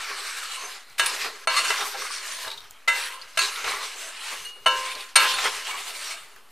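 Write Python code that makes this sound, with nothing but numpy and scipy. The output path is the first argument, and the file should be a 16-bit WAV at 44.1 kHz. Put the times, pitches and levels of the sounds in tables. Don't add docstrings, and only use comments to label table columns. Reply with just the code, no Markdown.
import sys
import numpy as np
from scipy import signal
from scipy.fft import rfft, irfft, next_fast_len
from scipy.io import wavfile
from scipy.ndimage import uniform_filter1d

SR = 44100
rng = np.random.default_rng(int(sys.argv[2]) if len(sys.argv) > 2 else 0)


def pcm_store(signal):
    levels = np.round(np.clip(np.atleast_2d(signal), -1, 1) * 32767)
    wavfile.write(sys.argv[1], SR, levels.astype(np.int16).T)


N = 287179
T = np.arange(N) / SR


def undb(db):
    return 10 ** (np.asarray(db) / 20)


def level(x, db):
    return x * undb(db) / np.sqrt(np.mean(x ** 2))


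def colour(x, points):
    hz, db = np.transpose(points)
    size = next_fast_len(len(x))
    f = np.maximum(np.arange(size // 2 + 1) * SR / size, 1)
    gain = undb(np.interp(np.log(f), np.log(hz), db))
    return irfft(rfft(x, size) * gain, size)[:len(x)]


def resonate(x, hz, width_hz):
    return signal.lfilter(*signal.iirpeak(hz, hz / width_hz, fs=SR), x)


def walk(rate):
    hold = int(SR / rate)
    steps = np.repeat(rng.standard_normal(N // hold + 1), hold)
    return 1.36 * uniform_filter1d(uniform_filter1d(steps, hold), hold)[:N]


def add(out, s, sound):
    i = int(s * SR)
    out[i:i + len(sound)] += sound[:N - i]


def patter(rate, spread_db):
    hit, size, sign = rng.random((3, N))
    size = np.minimum(-np.log(size + 1e-9), 4)
    return (hit < rate / SR) * undb(spread_db * size) * np.sign(sign - .5)


def swells(rows, rise_db_per_s):
    power = 1e-13
    for s, db, fall_db_per_s in rows:
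        below_peak_db = np.where(T < s, rise_db_per_s * (s - T), fall_db_per_s * (T - s))
        power = power + undb(2 * (db - below_peak_db))
    return 10 * np.log10(power)


# frequency in Hz, gain in dB.
KITCHEN_COLOUR = [(100, -60), (150, -45), (190, -14.5), (400, -14), (1300, -6), (3000, -30), (5700, -24),
                  (12000, -21), (15000, -35)]


def kitchen():
    return level(colour(rng.standard_normal(N), KITCHEN_COLOUR), -59)


# peak time in seconds, peak level in dB, fall in dB per second.
STOVE_BUMPS = [(0, -65, 200), (.38, -75, 155), (.92, -57, 400), (1.0, -50, 150), (1.18, -51, 150),
               (1.29, -54, 500), (1.49, -48, 130), (1.72, -55, 150), (2.19, -70, 200), (2.47, -54, 600),
               (2.57, -54, 64), (2.9, -52, 500), (3.23, -64, 150), (3.39, -41.5, 600), (3.67, -55, 100),
               (3.73, -52, 450), (4.42, -54, 150), (4.68, -39, 593), (4.77, -50, 450), (4.96, -51, 400),
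               (5.18, -48, 450), (5.34, -55, 50), (5.46, -59, 600), (5.7, -60, 250), (5.86, -63, 450),
               (6.05, -65, 130), (6.24, -61, 305), (6.35, -62, 50), (6.51, -61, 100)]


def bumps():
    low = colour(rng.standard_normal(N), [(15, -2), (30, -1.5), (80, -4), (150, -9.5), (220, -19.5)])
    uneven_db = 4.0 * walk(30)
    return level(low, 0) * undb(swells(STOVE_BUMPS, rise_db_per_s=350) + uneven_db)


# peak time in seconds, peak level in dB, fall in dB per second.
HEAP_SHOVES = [(0, -48, 150), (.108, -43, 86), (.64, -42.5, 151), (1.02, -36, 150), (1.11, -40, 100),
               (1.254, -36.5, 150), (1.5, -39.5, 300), (1.708, -33, 400), (1.812, -35.5, 133),
               (1.948, -43.5, 85), (2.466, -47, 103), (2.93, -44.5, 100), (3.42, -39.5, 170),
               (3.58, -49, 200), (3.67, -37.5, 93), (3.95, -47.5, 150), (4.33, -44, 116), (4.566, -52, 170),
               (4.72, -37.5, 150), (4.964, -41, 200), (5.19, -38, 100), (5.444, -33.5, 154),
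               (5.688, -46, 32.5), (6.378, -54, 303)]
SHOVE_RISE_DB_PER_S = 598


def hollow():
    over_shove_db, times_slower = -10.5, 1.61
    rows = [(s, db + over_shove_db, fall / times_slower) for s, db, fall in HEAP_SHOVES]
    hum = resonate(rng.standard_normal(N), hz=413, width_hz=22)
    return level(hum, 0) * undb(swells(rows, SHOVE_RISE_DB_PER_S))


# frequency in Hz, gain in dB.
RICE_COLOUR = [(110, -53), (180, -31.5), (379, -19.5), (416, -9.5), (572, -16), (800, -8), (1000, -4.5),
               (1180, 0.5), (1370, -0.5), (2310, 1), (3240, -3.5), (4130, -3), (6570, -10.5), (8070, -9),
               (11900, -15.5), (14700, -24), (15500, -16)]


def crackle(rustle_db):
    snaps = 0
    for hz in (1210, 2360, 3000, 4350, 5250):
        snaps = snaps + resonate(patter(rate=50, spread_db=2.5), hz, .12 * hz)
    over_rustle_db = -11
    return level(colour(snaps, RICE_COLOUR), over_rustle_db) * undb(rustle_db)


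# time in seconds, rustle level in dB, level of the crisp treble in dB.
STIR_STROKES = [
    [(0.0, -36, -44.5), (0.378, -38, -40.5), (0.544, -37, -43), (0.69, -42, -48), (0.76, -46, -51),
     (0.842, -54.5, -63), (0.93, -56.5, -65), (0.968, -62, -78)],
    [(1.02, -34.5, -40), (1.07, -32, -35), (1.24, -37, -41.5), (1.29, -44.5, -46), (1.45, -49, -53),
     (1.462, -74, -63)],
    [(1.5, -29, -46), (1.54, -29.5, -36), (1.59, -22, -27), (1.632, -29, -34), (1.80, -30.5, -39),
     (1.86, -39.5, -36), (1.95, -37.5, -42), (2.2, -39.5, -45.5), (2.43, -37, -38.5), (2.608, -51.5, -60),
     (2.864, -59, -74)],
    [(2.93, -39, -40), (2.96, -33.5, -36.5), (3.164, -41, -48), (3.25, -47, -57), (3.35, -53, -57)],
    [(3.42, -32.5, -30), (3.57, -35.5, -40.5), (3.65, -35.5, -45), (3.73, -33, -41), (3.98, -41, -47),
     (4.27, -37, -45), (4.38, -40.5, -40.5), (4.532, -52.5, -54.5), (4.642, -55, -64)],
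    [(4.72, -39, -42.5), (4.8, -36.5, -38), (4.86, -33, -39), (4.95, -41, -48), (5.1, -45.5, -51),
     (5.146, -51, -65)],
    [(5.2, -25.5, -36), (5.3, -33, -34.5), (5.436, -32, -43), (5.45, -29, -43), (5.5, -37, -37.5),
     (5.69, -37, -44.5), (5.97, -41, -41), (6.134, -39.5, -44), (6.264, -54, -55.5), (6.51, -60.5, -70)],
]


def stir_levels():
    s, rustle_db, crisp_db = np.concatenate(STIR_STROKES).T
    rustle_db, crisp_db = np.interp(T, s, rustle_db), np.interp(T, s, crisp_db)
    slide_db = np.maximum(rustle_db - 23.5, swells(HEAP_SHOVES, SHOVE_RISE_DB_PER_S))
    return slide_db, rustle_db, crisp_db


def rice(slide_db, rustle_db, crisp_db):
    heavy, body, crisp = 0, 0, 0
    surge_db = 1.8 * walk(35)
    for hz in 200 * 2 ** np.arange(0, 6.3, 1 / 6):
        flurry_db = 2.5 * walk(25) + 2.3 * walk(6) + surge_db
        rate = 800 + .5 * hz
        hits = patter(rate, spread_db=2.0) * undb(flurry_db)
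        band = resonate(hits, hz, 0.087 * hz) / np.sqrt(rate)
        low = 1 / (1 + (hz / 750) ** 6)
        high = 1 / (1 + (5500 / hz) ** 4)
        heavy = heavy + np.sqrt(low) * band
        body = body + np.sqrt(np.maximum(1 - low - high, 0)) * band
        crisp = crisp + np.sqrt(high) * band
    parts = zip((heavy, body, crisp), (slide_db, rustle_db, crisp_db))
    return sum(level(colour(x, RICE_COLOUR), 0) * undb(db) for x, db in parts)


PAN_PITCHES = [420, 519, 600, 650, 800, 946, 1180, 1343, 1561, 1649, 1879, 2037, 2261, 2600, 2719, 2980,
               3300, 3660, 3951, 4232, 5125, 5560, 6569, 6797, 8310, 8395, 10350, 10700, 11420]
LADLE_PITCHES = [1041, 2871, 4325, 6230, 8808]
# relative level in dB, undamped time to fall 60 dB in seconds.
PAN_MODES = [(-35, 0.29), (-23, 1.47), (-25.5, 0.72), (-8.5, 0.1), (-14, 0.1), (-11.5, 0.8), (-21, .2),
             (2.5, 0.22), (-9, 0.76), (-5.5, 0.57), (-37, 0.16), (-4, 0.28), (-7, 0.27), (-3, 0.086),
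             (-3.5, 0.56), (-2.5, 0.25), (-60, .12), (-5.5, 0.39), (-12, 0.16), (-9.5, 0.2), (-53, .15),
             (-18, 0.21), (-29, 0.097), (-10, 0.24), (-18, 0.24), (-12, 0.38), (-18, 0.14), (-18, 0.28),
             (-59, .2)]
LADLE_MODES = [(-14.5, 1.78), (-14, 0.71), (-8.5, 0.24), (-8.5, 0.15), (-0.5, 0.074)]


def drag(pitches, modes, drag_db):
    slip = patter(rate=1500, spread_db=2.5) * undb(2 * walk(30))
    out = 0
    for hz, (db, t60) in zip(pitches, modes):
        width_hz = 15 + 0.01 * hz + 3 / t60
        soft = 1 / (1 + (hz / 5000) ** 2)
        presence_db = 5 * walk(10)
        gain = soft * undb(0.49 * db + presence_db) / np.sqrt(width_hz)
        out = out + gain * resonate(slip, hz, width_hz)
    return level(out, 0) * undb(drag_db)


# time in seconds, level in dB, rattle pitch in Hz,
# strength of the click, fade time of the burst that drives the rattle in ms.
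GRAIN_TICKS = [(.899, -39, 6040, 0.87, 3), (2.018, -21.5, 1150, .1, 7.4), (2.05, -20.5, 1200, .1, 8),
               (2.066, -21, 2280, .1, 8), (2.104, -20.5, 1180, .2, 5.6), (2.447, -20, 1620, 0.33, 3.6),
               (2.471, -20, 1110, 0.34, 1.7), (2.478, -17, 3700, 0.22, 5.5),
               (2.503, -18.5, 3820, 0.18, 5.2), (2.514, -20, 3830, 0.1, 15), (2.535, -25.5, 4020, .1, 16),
               (2.575, -24, 3720, .15, 9.1), (2.591, -39, 4100, .1, 7.2), (2.605, -29, 3840, .15, 3.2),
               (2.616, -33, 3780, .15, 3.6), (2.709, -27.5, 7200, 0.77, 1.3),
               (3.214, -24.5, 4480, 0.17, 10), (3.559, -19, 3730, 0.17, 6), (3.712, -22, 8200, .4, 8),
               (4.951, -20.5, 4360, .2, 9.7), (5.005, -22, 4500, 0.14, 7.1), (5.74, -20, 1150, 0.09, 19),
               (6.362, -32.5, 1615, 0.36, 4.6)]


def ticks():
    out, t = np.zeros(N), np.arange(int(.06 * SR)) / SR
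    for s, db, hz, click, rattle_ms in GRAIN_TICKS:
        snap, burst = rng.standard_normal((2, len(t)))
        rattle = resonate(burst * np.exp(-1000 * t / rattle_ms), hz, 0.076 * hz)
        rattle = .5 * rattle / np.abs(rattle).max()
        add(out, s, undb(db) * (click * snap * np.exp(-t / 0.00048) + rattle))
    return out


def ring(t, pitches, modes, db, favoured, bright_db, damping):
    hz = np.array(pitches)[:, None]
    mode_db, t60 = np.transpose(modes)[:, :, None]
    db = db + mode_db + bright_db * np.log2(hz / 2000)
    for at_hz, extra_db in favoured:
        db = db + extra_db * np.exp(-(np.log2(hz / at_hz) / 0.074) ** 2)
    phase, beat, beat_phase = rng.random((3, len(hz), 1))
    flutter_hz = 15 + 40 * beat
    flutter = 1 + 0.22 * np.sin(2 * np.pi * (flutter_hz * t + beat_phase))
    decay = np.exp(-(np.log(1000) / t60 + damping) * t)
    return (undb(db) * decay * flutter * np.sin(2 * np.pi * (hz * t + phase))).sum(axis=0)


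# time in seconds, pan level in dB, ladle level in dB, crunch level in dB,
# crunch fade time in ms, brightness in dB per octave, contact time in ms, damping by the rice in 1/s,
# then three pitches that the struck spot favours or mutes, each in Hz and dB.
LADLE_BLOWS = [(.645, -25, -50, -43, 10, -5, 3, 36, 600, 5.5, 420, 8, 1343, -1),
               (0.986, -16, -43, -20.5, 17, 2, 3.9, 26, 2980, 4.9, 1343, -12, 4325, 2),
               (.996, -6, -19.5, -16.5, 11, 0, 0.93, 8.3, 1680, 7.9, 2960, 4.5, 1343, -7),
               (1.061, -18, -37, -18.5, 6.7, 5.5, 0.56, 39, 8808, 7.6, 10600, 15, 11420, 14),
               (1.246, -42, -44, -25, 15, -1.5, 1.9, 30, 2300, 4, 5125, 8, 519, 6),
               (1.473, -8, -18, -17, 4.2, -3.5, 0.53, 2.4, 4260, 6.6, 2261, 7.5, 650, 4.5),
               (1.585, 2, -14.5, -24, 13, 5, 14.6, 30, 2064, 12.4, 3280, 12, 4232, 11.5),
               (1.652, -4.5, -24, -21, 13, 4, 8.6, 34, 1561, 3, 2840, 2, 1041, 8),
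               (1.704, -8, -34, -20, 2, 0.5, 0.28, 29, 1970, 10, 1180, 11, 2719, 2),
               (1.809, -13, -33, -32, 8.8, 0.5, 3.8, 38, 700, 7.1, 1180, 6, 3800, 16),
               (1.95, -15, -49, -37, 15, -5.5, 6, 19, 800, 17, 519, 5, 1343, -4),
               (2.475, -21, -45, -36, 7.2, -8, 2, 36, 1180, 8, 519, 0, 1343, -11),
               (2.88, -5.5, -34, -18, 16, -.5, 3.1, 1, 2037, 13.7, 519, 0, 2980, -3),
               (3.374, -10.5, -28, -16.5, 6.7, 0.5, 1.11, 7, 650, 12, 1610, 8.5, 946, -20),
               (3.39, -10.5, -17.5, -17.5, 8.4, 0, 1.26, 21, 4270, 7.9, 2600, 12.5, 6797, 7),
               (3.643, -18, -36, -24, 14, -3, 1.42, 44, 2261, 7.4, 750, 6, 5125, 8),
               (3.69, -27, -28, -30, 8.1, -2.5, 3.9, 13, 1180, 16, 2037, 10, 1343, -8),
               (4.33, -23, -45, -33, 15, -9, 10.8, 38, 600, 8, 1180, 6, 420, 0),
               (4.452, -55, -30, -37, 11, 0, 3.5, 3.4, 2871, 12.4, 6230, 0, 1041, -17),
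               (4.662, -3, -11.5, -15.5, 13.6, -5, 1.68, 3.2, 2990, 11, 576, -2, 2037, -17),
               (4.957, -25, -48.5, -30.5, 13, -5.5, 5, 31, 600, 18, 420, 23, 1343, -10),
               (5.159, 0, -9, -6, 12.7, -0.5, 2.37, 1.6, 8750, 6.3, 2261, 8.5, 4100, 11),
               (5.341, -28, -37, -27, 6.8, 3.5, 3.1, 22, 4325, 20, 10350, 27, 8395, 6),
               (5.385, -20, -35, -21.5, 7, -4.5, 0.4, 33, 1240, 11, 3951, 21, 946, -11),
               (5.44, -25, -27, -39, 11, -3.5, 2, 16, 420, 8, 2300, 8, 5125, 8),
               (5.711, -27.5, -43, -24, 4.3, -1.5, 0.56, 25, 2261, 24.4, 1180, 10, 3660, 6),
               (6.11, -27, -46, -46, 10, 6.5, 3.9, 10, 2261, 17.7, 4350, 9, 2871, 2)]


def blows():
    out = np.zeros(N)
    for s, pan_db, ladle_db, crunch_db, crunch_ms, bright_db, contact_ms, damping, *spots in LADLE_BLOWS:
        contact_s, favoured = contact_ms / 1000, np.reshape(spots, (3, 2))
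        t = np.arange(int(SR * 7 / (9 + damping))) / SR
        sound = ring(t, PAN_PITCHES, PAN_MODES, pan_db - 15.5, favoured, bright_db, damping)
        sound += ring(t, LADLE_PITCHES, LADLE_MODES, ladle_db, favoured, bright_db, damping)
        tilt = [(250, -3 * bright_db), (16000, 3 * bright_db)]
        crunch = colour(colour(rng.standard_normal(SR // 5), RICE_COLOUR), tilt)[:len(t)]
        add(sound, 0, level(crunch, crunch_db) * np.exp(-1000 * t[:len(crunch)] / crunch_ms))
        swell = 1 - np.exp(-(t / contact_s / 2) ** 2)
        fade_out = np.cos(np.pi / 2 * (t / t[-1]) ** 2)
        add(out, s - 2 * contact_s, sound * swell * fade_out)
    return out


# frequency in Hz, gain in dB.
AIR_COLOUR = [(120, -26), (190, 0)]
# frequency in Hz, gain in dB.
SIDE_COLOUR = [(60, -9), (110, -18), (200, -7.5), (380, -28.5), (700, -17.5), (1290, -53), (2380, -10.5),
               (4400, -8), (8120, -5.5), (15000, 1)]


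def scene():
    slide_db, rustle_db, crisp_db = stir_levels()
    airborne = kitchen() + hollow() + crackle(rustle_db) + rice(slide_db, rustle_db, crisp_db)
    airborne += drag(PAN_PITCHES, PAN_MODES, rustle_db - 8.5)
    airborne += drag(LADLE_PITCHES, LADLE_MODES, rustle_db - 9)
    airborne += ticks() + blows()
    mid = colour(airborne, AIR_COLOUR) + bumps()
    delayed = np.roll(mid, int(.0007 * SR))
    side = colour(delayed * 0.67 * walk(76), SIDE_COLOUR)
    return np.array([mid + side, mid - side])


def record(dry):
    power_db = 10 * np.log10(uniform_filter1d(dry[0] ** 2, size=128) + 1e-12)
    ahead = int(0.0043 * SR)
    jump_db = np.append(power_db[ahead:], power_db[-ahead:]) - power_db
    duck_db = -np.clip(3 * (jump_db - 14), 0, 20)
    duck = uniform_filter1d(undb(duck_db), size=64)
    wet = np.clip(dry * duck, -1, 1)
    top_cut = signal.ellip(8, .2, 70, 15100, fs=SR, output="sos")
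    return signal.sosfilt(top_cut, wet) - .0029


dry = scene()
out = record(dry)
pcm_store(out)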